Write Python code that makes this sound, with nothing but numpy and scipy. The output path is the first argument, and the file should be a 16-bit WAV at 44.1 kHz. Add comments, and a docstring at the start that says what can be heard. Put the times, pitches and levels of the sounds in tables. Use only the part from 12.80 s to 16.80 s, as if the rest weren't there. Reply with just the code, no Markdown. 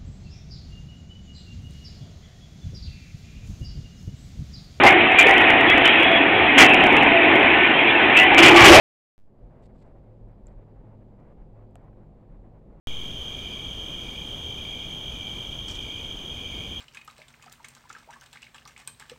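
"""Tree crickets trill without pause in a night garden, a few near and many far.
A lower-pitched group chirps slowly in step. Each wing stroke is a short falling tone,
scattered by shrubs. Dry leaves crunch once as a bear shifts, over a low rumble.
A trail camera's microphone hears it all, switching on with a soft thump a moment in."""
import sys
import numpy as np
from scipy import signal
from scipy.fft import rfft, irfft
from scipy.io import wavfile

SR = 44100
rng = np.random.default_rng(int(sys.argv[2]) if len(sys.argv) > 2 else 0)


def put_to_file(sound):
    """Save the sound as 16-bit audio at rate SR, in the file named by the first command-line argument."""
    columns = np.atleast_2d(sound).T  # one column per channel
    safe = np.clip(columns, -1, 1)
    whole_steps = np.round(safe * 32767)
    wavfile.write(sys.argv[1], SR, whole_steps.astype(np.int16))


N = 176400
T = np.arange(N) / SR


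def undb(db):
    """Decibels to gain."""
    return 10 ** (np.asarray(db) / 20)


def level(x, db):
    """Scale to an rms level."""
    return x * undb(db) / np.sqrt(np.mean(x ** 2))


def drift(rate_hz):
    """Random line segments, spread near 1."""
    points = rng.standard_normal(512)
    return np.interp(T * rate_hz, np.arange(len(points)), points)


def colour(x, curve):
    """Filter by rows of f/Hz, gain/dB."""
    hz, db = np.array(curve).T
    bins_hz = np.maximum(np.arange(N // 2 + 1) * SR / N, 1)
    gain_db = np.interp(np.log(bins_hz), np.log(hz), db)
    return irfft(rfft(x) * undb(gain_db), N)


def shrubs(x, wet_db=-1, t60_s=.22):
    """Direct sound plus a short scatter off leaves and ground, unique to each spot."""
    tail = rng.standard_normal(SR // 2) * np.exp(-np.log(1000) * T[:SR // 2] / t60_s)
    return x + undb(wet_db) * signal.fftconvolve(x, tail / np.linalg.norm(tail))[:N]


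def rumble(level_db=-40, flicker_db=.5):
    """Low rumble thinning into faint hiss."""
    # noise spectrum: f/Hz, gain/dB
    spectrum = [(15, -6), (30, 0.5), (65, -0.5), (130, -5), (300, -10.5), (600, -16.5), (900, -21),
                (1300, -25), (2000, -29.5), (4200, -34), (5600, -36), (8000, -39.5), (11000, -42),
                (15500, -44)]
    noise = colour(rng.standard_normal(N), spectrum)
    return level(noise, level_db) * undb(flicker_db * drift(12))


def dry_leaves(attack_s=.0025, grain_db=2.5, grain_samples=20):
    """Leaves give way in a quick run of crunches, each made of tiny cracks."""
    # crunches: t/s, level/dB, decay/s
    crunches = [(2.879, -42.5, 0.035), (2.909, -48, 0.013), (2.949, -43, .009), (3.012, -54, 0.033)]
    # crack spectrum: f/Hz, gain/dB
    spectrum = [(500, -1), (2000, -4), (4200, -2), (6000, 3.5), (7800, -2.5), (9500, -14.5), (15000, -26)]
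    noise = rng.standard_normal(N)
    grains = np.repeat(rng.standard_normal(N // grain_samples + 1), grain_samples)[:N]
    cracks = level(colour(noise * undb(grain_db * grains), spectrum), 0)
    envelope = 0
    for start_s, db, decay_s in crunches:
        age_s = np.maximum(T - start_s, 0)
        envelope += undb(db) * np.minimum(age_s / attack_s, 1) * np.exp(-age_s / decay_s)
    return cracks * envelope


def wing_strokes(hz, strokes_per_s, duty, octave_db, sag=.03, jitter=.006, third_db=-39):
    """Each closing stroke rings the wing: a tone swells, sags and stops. Sag, jitter: shares of pitch."""
    cycle = rng.random() + np.cumsum(strokes_per_s * (1 + .008 * drift(5))) / SR
    detune, strength = rng.standard_normal((512, 2))[cycle.astype(int) % 512].T  # one pair per stroke
    progress = np.minimum(cycle % 1 / duty, 1)
    pitch_hz = hz * (1 + jitter * detune - sag * (progress - .5))
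    phase = 2 * np.pi * np.cumsum(pitch_hz) / SR
    swell = np.abs(np.sin(np.pi * progress)) ** .72  # power < 1: steeper edges
    waver_db = .82 * strength + .45 * drift(7.1)
    tone = np.sin(phase) + undb(octave_db) * np.sin(2 * phase) + undb(third_db) * np.sin(3 * phase)
    return swell * undb(waver_db) * tone


def far_crickets(singers=3):
    """Crowds of distant trills blur into a shimmering band."""
    # crowds: f/Hz, spread/Hz, stroke rate/Hz, level/dB
    crowds = [(2970, 70, 42, -52), (3119, 55, 46, -43), (3235, 40, 50, -44), (3426, 55, 49, -55.5)]
    out = 0
    for hz, spread_hz, strokes_per_s, db in crowds:
        for offset in np.linspace(-1, 1, singers):
            pace = 1 + .08 * rng.standard_normal()
            trill = wing_strokes(hz + offset * spread_hz, strokes_per_s * pace, duty=.65, octave_db=-19.5)
            out += level(shrubs(trill), db)
    return out / np.sqrt(singers)


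def chirping_crickets(singers=3):
    """Higher singers lead and lower ones follow, so each chirp sinks; stragglers fill the pauses."""
    # group chirps: centre t/s, level/dB
    chirps = [(.08, -48), (.68, -46.5), (1.28, -47), (1.89, -46), (2.49, -46.5), (3.11, -46), (3.75, -44.5)]
    # wing-file scrape spectrum: f/Hz, gain/dB
    scrape_spectrum = [(3000, -33), (4000, -5), (4850, 8), (5400, -9), (7200, 1), (9000, -29)]
    hz, spread_hz, strokes_per_s = 2364, 42, 55
    length_s, edge_s, stagger_s, stragglers_db = .32, .12, .084, -54
    throb_hz, throb_db = 14.3, 2.5  # strokes come in bunches
    out = 0
    for offset in np.linspace(-1, 1, singers):
        pace = 1 + .04 * rng.standard_normal()
        trill = wing_strokes(hz + offset * spread_hz, strokes_per_s * pace,
                             duty=.56, octave_db=-25.5, sag=.05, jitter=.016)
        throb = undb(throb_db * np.sin(2 * np.pi * (throb_hz * pace * T + rng.random())))
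        gate = undb(stragglers_db)
        for centre_s, db in chirps:
            inside_s = length_s / 2 - np.abs(T - centre_s + stagger_s * offset)
            gate = np.maximum(gate, undb(db) * np.clip(inside_s / edge_s + .5, 0, 1))
        scrape = level(colour(rng.standard_normal(N), scrape_spectrum), -18) * np.abs(trill)
        song = shrubs((trill + scrape) * throb)
        out += level(song, 0) * gate
    return out / np.sqrt(singers)


def near_crickets():
    """Single crickets trill close by, each at its own pitch and pace."""
    # singers: f/Hz, stroke rate/Hz, level/dB, octave/dB, duty (0-1), shrub scatter/dB
    trillers = [(2858, 52, -55, -18.5, 0.4, 2), (3121, 45.0, -46.5, -18, .48, -2),
                (3253, 46.6, -42, -30.5, .72, -7), (3583, 33.3, -56, -18.5, 0.7, -2),
                (3726, 25, -62, -23, .75, 32)]
    out = 0
    for hz, strokes_per_s, db, octave_db, duty, wet_db in trillers:
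        trill = wing_strokes(hz, strokes_per_s, duty, octave_db)
        out += level(shrubs(trill, wet_db), db)
    return out


def scene():
    """Crickets, one rustle and the rumble, in mono."""
    return (near_crickets() + far_crickets() + chirping_crickets() + dry_leaves() + rumble())[None]


def record(dry, on_s=.072, bias_db=-25.5, settle_s=.14, cutoff_hz=15750):
    """The camera switches on, thumps softly as its bias settles, and cuts the top treble."""
    bias = -undb(bias_db) * np.exp(-np.maximum(T - on_s, 0) / settle_s)
    lowpass = signal.ellip(10, .2, 70, cutoff_hz, fs=SR, output="sos")
    return signal.sosfilt(lowpass, (dry + bias) * (T >= on_s))


dry = scene()
out = record(dry)
put_to_file(out)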